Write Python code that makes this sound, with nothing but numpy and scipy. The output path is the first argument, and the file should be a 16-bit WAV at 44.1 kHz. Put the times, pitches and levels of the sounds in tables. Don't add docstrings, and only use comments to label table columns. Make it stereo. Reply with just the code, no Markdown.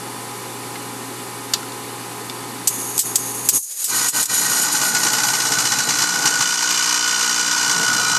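import sys
import numpy as np
from scipy import signal
from scipy.fft import rfft, irfft, next_fast_len
from scipy.io import wavfile

SR = 44100
rng = np.random.default_rng(int(sys.argv[2]) if len(sys.argv) > 2 else 0)


def store_pcm(level_fs):
    pcm = np.round(np.clip(level_fs, -1, 1) * 32767).astype(np.int16)
    wavfile.write(sys.argv[1], SR, np.atleast_2d(pcm).T)


N = 360738
T = np.arange(N) / SR
IDLE_HZ, LOADED_HZ, MAINS_HZ = 59.02, 59.71, 60
PILOT_S, SLIDE_S, REVERSE_S, SETTLED_S = 2.68, 3.56, 3.932, 6.73
STROKE_S = 6.405
LOAD_DB_PER_S = 229
CUTOFF_HZ = 14050


# frequency in Hz, level in dB.
FLOW_COLOUR = [(60, -35), (500, -18), (850, -12.5), (1400, -9.5), (1750, -10), (2650, -3), (3250, -12),
               (4800, -4.5), (6500, 0), (8600, -8.5), (9700, -19), (11500, -12.5), (14000, -28.5)]
CLACK_COLOUR = [(500, -37), (2500, -18), (3400, -17), (4000, -3), (4950, -24), (5400, -14), (6400, 2),
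                (9000, -1.5), (14000, -45)]
# frequency in Hz, width in Hz, boost in dB.
PIPE_PEAKS = [(1170, 210, 7.5), (1482, 95, 13.5), (1850, 125, 7.5), (2620, 200, -8), (2990, 110, 6),
              (3130, 110, -1), (3340, 83, 6), (3980, 140, 6), (4360, 220, 3.5), (5060, 100, 4),
              (5210, 140, 5), (5720, 110, 3.5), (5950, 65, 4.5), (6360, 54, 5), (6610, 47, -6),
              (7480, 120, 6.5), (8700, 110, 10), (10800, 250, 1)]
CLACK_PEAKS = [(2860, 66, 11), (3970, 110, -5)]
# multiple of the turn rate, level in dB.
RING_NOTES = [(8, -48), (9, -54.5), (12, -55.5), (13, -47), (14, -45), (15.5, -43), (16, -39.5),
              (16.5, -41), (17, -49), (18, -40.5), (18.5, -41), (21, -36.5), (21.5, -43), (26, -38.5),
              (26.5, -46), (40, -40)]
# time in seconds, relative level in dB.
RING_LEVEL = [(4.35, -22), (4.99, -31), (6.98, -26), (7.81, -27), (8.15, -24)]

def compressor(knock_db=4.5, flow_db=-24, buzz_db=-13, clack_db=-36, hard_clack_db=-4, throb=0.84):
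    settled = stage(SETTLED_S, rise_db_per_s=5)
    pressure_db = 1.54 * (np.minimum(T, SETTLED_S) - REVERSE_S)
    lull_db = 0.5 * sum(bump(s - 0.013, 0.0092) for s, _ in hard_knocks())
    waver_db = 0.5 * drift(12) * (T < SETTLED_S)
    flow = load() * from_db(pressure_db - lull_db + waver_db)
    puffs, knocks = strokes(rise_s=0.0043, decay_s=0.0087, uneven_db=2)
    puffs = rms_one(0.48 + puffs)
    pipe_level = np.hypot(from_db(flow_db) * flow * puffs, from_db(knock_db) * knocks)
    pipes = pipe_level * (noise(FLOW_COLOUR, PIPE_PEAKS) + from_db(buzz_db) * settled * buzz())
    taps, hard_taps = strokes(rise_s=0.0017, decay_s=0.0024, uneven_db=3.5)
    clack_level = np.hypot(from_db(clack_db) * flow * taps, from_db(hard_clack_db) * hard_taps)
    clacks = clack_level * noise(CLACK_COLOUR, CLACK_PEAKS)
    ring_level = load() * settled * relative_gain(RING_LEVEL) * (1 + throb * (puffs - 1))
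    ringing = ring_level * tones(LOADED_HZ, RING_NOTES, waver_db=2.5, wander=0.0099)
    return pipes + clacks + ringing


def strokes(rise_s, decay_s, uneven_db):
    puffs = strike(since_stroke(), rise_s, decay_s) * from_db(uneven_db * drift(43))
    knocks = np.zeros(N)
    for s, db in all_knocks():
        where, shape = impact(s, rise_s, decay_s)
        knocks[where] += from_db(db) * shape
    return rms_one(puffs), knocks


# start in seconds, number of knocks, turns between them, level in dB.
KNOCK_RUNS = [(4.444, 1, 1, -23), (4.513, 2, 3, -18), (4.646, 2, 2, -20), (4.747, 1, 1, -14),
              (4.813, 1, 1, -12.5), (4.848, 1, 1, -21), (4.948, 1, 1, -10), (5.031, 2, 2, -11),
              (5.132, 5, 3, -12), (5.4, 2, 3, -12), (5.517, 5, 4, -10), (5.887, 1, 1, -10),
              (5.985, 2, 2, -11), (6.255, 1, 1, -7), (6.406, 1, 1, -8.5)]

def hard_knocks():
    return [(s + k * turns / LOADED_HZ, db) for s, count, turns, db in KNOCK_RUNS for k in range(count)]


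LIGHT_KNOCKS = [6.741, 6.823, 6.858, 6.941, 7.208, 7.293, 7.393, 7.511, 7.578, 7.694, 7.711, 7.829, 7.93,
                8.114]

def all_knocks(rebound_db=-5, light_db=-14):
    hard = hard_knocks()
    rebounds = [(s + 1 / LOADED_HZ, db + rebound_db) for s, db in hard]
    return hard + rebounds + [(s, light_db) for s in LIGHT_KNOCKS]


# frequency in Hz, level in dB, fade time in seconds.
PING_NOTES = [(2880, -6, 0.0026), (3000, 0, 0.0034), (3580, -9, 0.0078), (4000, -8.5, 0.0043),
              (4460, -8, 0.0065), (4840, -4, 0.0068), (4920, -6.5, 0.0068), (5310, -7, 0.005),
              (5720, -3.5, 0.0069), (5960, -11, 0.0096), (6200, -14, 0.0054), (6540, -11, 0.0083),
              (6540, -5, 0.0061), (6780, -9, 0.0088), (7000, -14, 0.005), (7530, -6, 0.0045)]
# time in seconds, level in dB.
PING_LEVEL = [(4.0, -31), (4.8, -31.5), (5.9, -34), (6.38, -24), (6.46, -22), (7.1, -21), (7.55, -22),
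              (7.8, -23), (7.92, -23), (8.15, -22.5)]

def pings(uneven_db=1.2, knock_db=-15, wobble_s=0.00025, rise_s=0.001):
    turns = np.arange(np.ceil((REVERSE_S - STROKE_S) * LOADED_HZ), (T[-1] - STROKE_S) * LOADED_HZ)
    times = STROKE_S + turns / LOADED_HZ
    level_chance, time_chance = rng.standard_normal((len(times), 2)).T
    levels = from_db(curve(PING_LEVEL, times) + uneven_db * level_chance)
    for s, db in all_knocks():
        nearest = np.argmin(np.abs(times - s))
        levels[nearest] = np.hypot(levels[nearest], from_db(db + knock_db))
    out, age = np.zeros((2, N + SR)), T[:SR // 25]
    rings, phases = [], []
    for hz, db, decay_s in PING_NOTES:
        shape = strike(age, rise_s, decay_s)
        rings.append(from_db(db) * shape / shape.max() * np.exp(2j * np.pi * hz * age))
        phases.append(stereo(*random_phases(len(times)), hz))
    slaps = (np.stack(phases, axis=-1) @ np.array(rings)).real
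    for k, s in enumerate(times + wobble_s * time_chance):
        first = int(s * SR)
        out[:, first:first + len(age)] += levels[k] * slaps[:, k]
    return out[:, :N]


# time in seconds, level in dB.
WHINE_LEVEL = [(4.0, -34), (4.5, -33.5), (5.0, -27), (5.9, -29.5), (6.25, -23), (6.6, -29), (7.0, -28),
               (7.5, -25), (7.85, -23), (8.15, -22.5)]
# seconds after the stroke, width in seconds, height.
WHINE_SWELLS = [(0.0083, 0.0033, 0.7), (0.0143, 0.0022, 0.41)]

def whine(multiple=24.5, limp=0.91, uneven_db=1.8):
    turns = LOADED_HZ * (T - STROKE_S)
    ragged = np.interp(T, [SETTLED_S - 0.5, SETTLED_S], [0.94, 0.27]) * drift(15)
    phase = 2 * np.pi * multiple * turns + limp * np.sin(np.pi * turns) + ragged
    swells = sum(height * np.exp(-((since_stroke() - s) / width_s) ** 2)
                 for s, width_s, height in WHINE_SWELLS)
    throb = rms_one(0.15 + swells)
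    level = from_db(curve(WHINE_LEVEL) + uneven_db * drift(22)) * load()
    return np.sqrt(2) * level * throb * stereo(np.sin(phase), np.cos(phase), multiple * LOADED_HZ)


# multiple of the turn rate, level in dB.
HUM_NOTES = [(3, -48), (4, -48.5), (5, -45), (6, -54), (7, -53.5), (8, -61.5)]
# time in seconds, level in dB.
DRONE_LEVEL = [(4.1, -47.5), (4.6, -52.5), (6.4, -49), (7.1, -68), (7.6, -52), (7.95, -42)]
RUMBLE_LEVEL = [(4.35, -36.5), (4.5, -35), (6.04, -33.5), (6.08, -39), (6.18, -30.5), (6.91, -52),
                (7.5, -37.5), (7.83, -31.5), (8.15, -34.5)]
# frequency in Hz, level in dB.
RUMBLE_COLOUR = [(40, -61), (85, -33), (135, -2), (290, -2), (400, -9.5), (620, -8.5), (900, -2),
                 (1800, -24)]
THUD_COLOUR = [(50, -57), (95, -35), (130, -23), (200, 0), (300, 12), (600, -15), (1500, -13)]

def shell(hum_db=1.5, rumble_db=-39, rumble_swing=1.77, thud_db=-22, note_db=-23, note_hz=133.6):
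    hum = from_db(hum_db) * tones(LOADED_HZ, HUM_NOTES, waver_db=3, wander=0.0047)
    drone = from_db(curve(DRONE_LEVEL)) * tones(LOADED_HZ, [(2, 0)], waver_db=2, wander=0.004)
    rumble_level = relative_gain(RUMBLE_LEVEL) ** rumble_swing * from_db(rumble_db + 2 * drift(46))
    rumble = rumble_level * noise(RUMBLE_COLOUR, [(449, 17, 14.4)])
    heaves = sum(from_db(db) * bump(s - 0.0012, 0.013) for s, db in hard_knocks())
    phase = 2 * np.pi * note_hz * T
    note = from_db(note_db) * stereo(np.sin(phase), np.cos(phase), note_hz)
    thuds = heaves * (from_db(thud_db) * noise(THUD_COLOUR) + note)
    return load() * (hum + drone + rumble) + thuds


# frequency in Hz, level in dB.
BUZZ_COLOUR = [(300, -57), (700, -13), (1050, 2), (1400, -20), (1800, -14), (2400, -8), (3200, -14),
               (7000, -34)]

def buzz():
    period = round(2 * SR / LOADED_HZ)
    hz = frequencies(period)
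    mid, side = from_db(at_hz(BUZZ_COLOUR, hz)) * random_phases(len(hz))
    cycle = rms_one(irfft(stereo(mid, side, hz), period))
    return cycle[:, np.arange(N) % period]


# frequency in Hz, level in dB.
LEAK_COLOUR = [(300, -60), (2000, -24), (3800, -15.5), (5400, -15), (6500, -3.5), (7700, -9), (8800, 1),
               (9700, -8), (10600, 0), (12500, -9), (14000, -12)]
JET_COLOUR = [(60, -67), (400, -8.5), (800, -10.5), (1500, -8.5), (2700, -7), (4300, -1.5), (6800, -2),
              (9500, 4.5), (10500, -4), (11600, 1), (14000, -14)]
# frequency in Hz, width in Hz, boost in dB.
LEAK_PEAKS = [(5100, 450, 3.5), (6100, 160, 6.8), (6680, 450, 11.8), (7650, 280, 4), (10650, 280, 7.5),
              (11500, 200, 6), (14000, 200, 7)]
JET_PEAKS = [(4900, 170, 6.1), (6830, 600, 16.3), (9100, 320, 5.3), (11350, 380, 8.6)]
JET_CHOKES = [4.478, 4.706, 4.797, 4.93]

def reversing_valve(leak_db=-26.5, burst_db=-13, jet_db=-19, flutter_db=1.94):
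    sag_db = 7 * bump(SLIDE_S + 0.13, 0.032)
    leak = from_db(leak_db - sag_db) * stage(PILOT_S, rise_db_per_s=3000, hold_s=1.64, fall_db_per_s=30)
    burst = from_db(burst_db) * bump(SLIDE_S, 0.026)
    choke_db = 5 * sum(bump(s, 0.014) for s in JET_CHOKES)
    jet = from_db(jet_db - choke_db) * stage(REVERSE_S, rise_db_per_s=48, hold_s=0.66, fall_db_per_s=8.5)
    hiss = (leak + burst) * noise(LEAK_COLOUR, LEAK_PEAKS) + jet * noise(JET_COLOUR, JET_PEAKS)
    return hiss * from_db(flutter_db * drift(24))


def slide(groan_db=-49, peak_s=3.9, swell_s=0.09):
    return from_db(groan_db) * bump(peak_s, swell_s) * breathy(hz=430, width_hz=45)


# frequency in Hz, level in dB.
HOWL_COLOUR = [(60, -38), (130, -6), (300, 2), (600, -5.5), (1200, -7.5), (2000, -3.5), (2700, -13),
               (4200, 2.5), (6000, -38)]
# frequency in Hz, width in Hz, boost in dB.
HOWL_PEAKS = [(1535, 68, 17), (1908, 82, 18.6), (4220, 200, 6.9)]

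def pipe_howl(howl_db=-29):
    shape = stage(REVERSE_S - 0.01, rise_db_per_s=1000, hold_s=0.24, fall_db_per_s=8)
    return from_db(howl_db) * shape * noise(HOWL_COLOUR, HOWL_PEAKS)


# frequency in Hz, level in dB.
ROAR_COLOUR = [(400, -56), (700, -11.5), (820, 2), (1000, -4), (1250, 0), (1600, -11.5), (2600, -24)]
# frequency in Hz, width in Hz, boost in dB.
ROAR_PEAKS = [(860, 76, 9.6), (1526, 88, 18)]
# time in seconds, level in dB.
ROAR_LEVEL = [(4.3, -38.5), (4.74, -36), (5.3, -33.5), (6.05, -35), (6.25, -31), (6.42, -35), (6.5, -56),
              (7.2, -37), (8.15, -38)]

def pipe_roar(surge_db=8.5, tone_db=-51):
    level = from_db(curve(ROAR_LEVEL)) * load()
    surges = from_db(surge_db * sum(bump(s + 0.0073, 0.02) for s, _ in hard_knocks()))
    tone_level = from_db(tone_db) * stage(4.53, rise_db_per_s=40, hold_s=1.1, fall_db_per_s=27)
    tone = tone_level * tones(LOADED_HZ, [(10.5, 0)], waver_db=6, wander=0.0081)
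    return level * surges * noise(ROAR_COLOUR, ROAR_PEAKS) + tone


# loudest moment in seconds, width in seconds, pitch in Hz, level in dB.
WHISTLES = [(5.78, 0.33, 4010, -34.5), (8.1, 0.1, 4000, -33), (8.1, 0.25, 1278, -29)]

def pipe_whistles(width_hz=22):
    return sum(from_db(db) * bump(s, width_s) * breathy(hz, width_hz) for s, width_s, hz, db in WHISTLES)


# start in seconds, level in dB, pitch in Hz, fade time in seconds.
CLICKS = [(0.755, -26.5, 2020, 0.0062), (1.536, -3, 4350, 0.0046), (1.537, -18.5, 1560, 0.0047),
          (1.628, -27, 1590, 0.0056), (1.719, -30, 4750, .006), (2.297, -20, 3500, 0.0038)]
# start in seconds, level in dB, fade time in seconds, depth of the dip after in dB.
SPURTS = [(2.673, -3, 0.0083, 9), (2.979, -3, 0.002, 6), (2.9903, -9, 0.016, 19),
          (3.1562, 3.5, 0.0034, 8.5), (3.488, 6, 0.0041, 14), (3.841, -15.5, 0.025, 14),
          (4.084, -13.5, 0.015, 21), (4.227, -12, 0.011, 17.5), (4.256, -12.5, 0.0047, 14)]
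# frequency in Hz, width in Hz, boost in dB.
BOX_PEAKS = [(3730, 91, 0.5), (4370, 240, -5), (4620, 230, 3), (5940, 260, 0), (6850, 640, 3.5),
             (7980, 530, 5.5), (10600, 170, -14), (12100, 270, 7)]

def clicks_and_spurts(boost_db=3, spurt_hz=8170, tail_db=-21):
    box, out = noise([(100, 0), (14000, 0)], BOX_PEAKS), np.zeros((2, N))
    spurts = [(s, db, spurt_hz, decay_s) for s, db, decay_s, _ in SPURTS]
    for s, db, hz, decay_s in list(CLICKS) + spurts:
        where, crack = impact(s, rise_s=0.00057, decay_s=decay_s)
        _, tail = impact(s, rise_s=0.0053, decay_s=0.023)
        b, a = signal.iirpeak(hz, Q=1.09, fs=SR)
        band = signal.lfilter(b, a, box[:, where])
        colour = rms_one(signal.lfilter(b, a, band + 0.53 * box[:, where]))
        out[:, where] += from_db(db + boost_db) * colour * (crack + from_db(tail_db) * tail)
    return out


def dips(lag_s=0.0084, db_per_s=987):
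    return from_db(-sum(db * bump(s + lag_s + db / db_per_s, db / db_per_s) for s, _, _, db in SPURTS))


# start in seconds, pitch in Hz, level in dB.
TERMINAL_RINGS = [(0.757, 2090, -25), (1.536, 3602, -11), (1.536, 4045, -14), (1.536, 4452, -9.5),
                  (1.536, 5780, -12), (1.629, 1400, -27), (2.297, 3600, -23)]

def terminal():
    out = np.zeros((2, N))
    for s, hz, db in TERMINAL_RINGS:
        where, shape = impact(s, rise_s=0.00034, decay_s=0.0052)
        mid, side = np.sin(2 * np.pi * (hz * T[where] + rng.random((2, 1))))
        out[:, where] += from_db(db) * shape * stereo(mid, side, hz)
    return out


# multiple of the base rate, level in dB.
IDLE_NOTES = [(7, -44), (9, -53.5), (11, -70), (12, -55.5), (13, -55.5), (14, -43.5), (15, -47.5),
              (16, -57), (17, -42.5), (18, -47.5), (19, -52), (20, -58), (21, -47), (22, -49.5),
              (24, -54.5), (31, -52.5)]
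MAINS_NOTES = [(2, -43), (3, -53), (6, -47)]
# frequency in Hz, level in dB.
FAN_COLOUR = [(40, -61), (85, -19.5), (150, -7), (265, -3), (400, -2.5), (530, -7.5), (680, -6.5),
              (900, -5.5), (1600, -10), (3000, -12), (6000, -14.5), (8800, -11.5), (9700, -15),
              (10900, -12), (14000, -24)]

def idling(fan_db=-30.5, hushed_db=-46, loaded_db=-16):
    fade_out = from_db(hushed_db * np.clip((T - SLIDE_S - 0.012) / 0.095, 0, 1))
    fade_back = from_db(loaded_db) * stage(REVERSE_S, rise_db_per_s=92)
    shaft = tones(IDLE_HZ, IDLE_NOTES, waver_db=1.34, wander=0.0009)
    mains = tones(MAINS_HZ, MAINS_NOTES, waver_db=-0.5, wander=0)
    fan = from_db(fan_db) * noise(FAN_COLOUR, [(264, 64, 7.3)])
    return (fade_out + fade_back) * (shaft + mains + fan)


def hush(x, depth_db=13, lag_s=0.016, close_s=0.022, back_db_per_s=110, edge_hz=4700):
    age = T - SLIDE_S - lag_s
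    recovered_db = back_db_per_s * np.maximum(age - close_s, 0)
    drop_db = np.clip(age / close_s, 0, 1) * np.maximum(depth_db - recovered_db, 0)
    lows = signal.sosfiltfilt(signal.butter(4, edge_hz, fs=SR, output="sos"), x)
    return x - lows * (1 - from_db(-drop_db))


def cut_deep_bass(x, edge_hz=88):
    return signal.sosfilt(signal.butter(4, edge_hz, "high", fs=SR, output="sos"), x)


# frequency in Hz, width in Hz, level change in dB.
HOLLOWS = [(2678, 98, -5), (3220, 124, -11), (3790, 92, -6), (5260, 116, -8)]

def cabinet(x):
    for hz, width_hz, depth_db in HOLLOWS:
        b, a = signal.iirnotch(hz, hz / width_hz, fs=SR)
        x = from_db(depth_db) * x + (1 - from_db(depth_db)) * signal.lfilter(b, a, x)
    return x


# round trip in seconds, ripple in the treble in dB.
WALL_ECHOES = [(0.00262, 1), (0.00437, 1), (0.0075, 1.95)]

def noise(colour, peaks=(), echo_share=0.94):
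    size = next_fast_len(N)
    hz = frequencies(size)
    peaks_db = sum(boost / (1 + (2 * (hz - centre) / width) ** 2) for centre, width, boost in peaks)
    ripple_db = np.clip(hz / 4000, 0, 1) * sum(db * np.cos(2 * np.pi * hz * s) for s, db in WALL_ECHOES)
    gain = from_db(at_hz(colour, hz) + peaks_db + ripple_db) * (hz < CUTOFF_HZ)
    mid, side = rfft(rng.standard_normal((2, size))) * gain
    panels = rfft(rng.standard_normal(SR // 200) * (T[:SR // 200] > 0.001), size)
    side = np.sqrt(echo_share) * mid * panels / np.abs(panels) + np.sqrt(1 - echo_share) * side
    out = irfft(stereo(mid, side, hz), size)[:, :N]
    return out / out.mean(axis=0).std()


def tones(base_hz, notes, waver_db, wander):
    out, turns = 0, base_hz * T + wander * drift(0.86)
    for multiple, db in notes:
        phase = 2 * np.pi * (multiple * turns + rng.random())
        level = from_db(db + waver_db * drift(8))
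        out = out + level * stereo(np.sin(phase), np.cos(phase) * rng.choice([-1, 1]), multiple * base_hz)
    return np.sqrt(2) * out


def breathy(hz, width_hz):
    phase = 2 * np.pi * hz * T
    mid, side = [drift(width_hz) * np.sin(phase) + drift(width_hz) * np.cos(phase) for _ in range(2)]
    return stereo(mid, side, hz)


# frequency in Hz, likeness from -1 (opposite) to 1 (the same).
EAR_LIKENESS = [(60, 0.79), (130, 0.83), (280, 0.91), (610, -0.67), (1340, 0.45), (2900, 0.2), (6300, 0.27),
                (13700, 0.18)]
# frequency in Hz, left minus right in dB.
LEFT_LEAN = [(60, -37), (110, 10), (200, 2), (370, 4.5), (670, 5.5), (1230, 2.5), (2240, 7), (4100, 7),
             (7490, 4.5), (13700, 9.5)]

def stereo(mid, side, hz):
    alike, lean = at_hz(EAR_LIKENESS, hz), from_db(at_hz(LEFT_LEAN, hz) / 2)
    mid, side = np.sqrt(1 + alike) * mid, np.sqrt(1 - alike) * side
    return np.array([(mid + side) * lean, (mid - side) / lean]) / np.sqrt(1 + alike)


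def since_stroke():
    return (T - STROKE_S) % (1 / LOADED_HZ)


def load():
    return stage(REVERSE_S, LOAD_DB_PER_S)


def stage(full_s, rise_db_per_s, hold_s=10, fall_db_per_s=0):
    early_s, late_s = np.clip(full_s - T, 0, 1), np.maximum(T - full_s - hold_s, 0)
    return from_db(-rise_db_per_s * early_s - fall_db_per_s * late_s)


def strike(age, rise_s, decay_s):
    return (1 - np.exp(-age / rise_s)) * np.exp(-age / decay_s)


def impact(start_s, rise_s, decay_s):
    first = int(start_s * SR)
    age = T[:min(SR // 4, N - first)]
    return slice(first, first + len(age)), strike(age, rise_s, decay_s)


def bump(s, width_s):
    return np.exp(-np.minimum(((T - s) / width_s) ** 2, 20))


def drift(rate, step=100):
    pole = np.exp(-2 * np.pi * step * rate / SR)
    chance = rng.standard_normal(N // step + 1002)
    slow = signal.lfilter([1], [1, -2 * pole, pole * pole], chance)[1000:]
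    return np.interp(np.arange(N) / step, np.arange(len(slow)), rms_one(slow))


def random_phases(count):
    return np.exp(2j * np.pi * rng.random((2, count)))


def frequencies(size):
    return np.maximum(np.arange(size // 2 + 1) * SR / size, 1)


def curve(rows, times=T):
    return np.interp(times, *np.transpose(rows))


def relative_gain(rows):
    db = curve(rows)
    return from_db(db - db.mean())


def at_hz(rows, hz):
    row_hz, values = np.transpose(rows)
    return np.interp(np.log(hz), np.log(row_hz), values)


def from_db(db):
    return 10 ** (np.asarray(db) / 20)


def rms_one(x):
    return x / np.sqrt(np.mean(x ** 2) + 1e-20)


def scene():
    gas = reversing_valve() + slide() + pipe_howl() + pipe_roar() + pipe_whistles()
    machine = idling() + whine() + pings() + cut_deep_bass(compressor() + shell())
    return cabinet(hush(dips() * (gas + machine))) + clicks_and_spurts() + terminal()


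def record(dry):
    rounded = 1.017 * np.tanh(dry / 1.155)
    return signal.sosfilt(signal.ellip(12, 0.2, 80, CUTOFF_HZ, fs=SR, output="sos"), rounded)


dry = scene()
out = record(dry)
store_pcm(out)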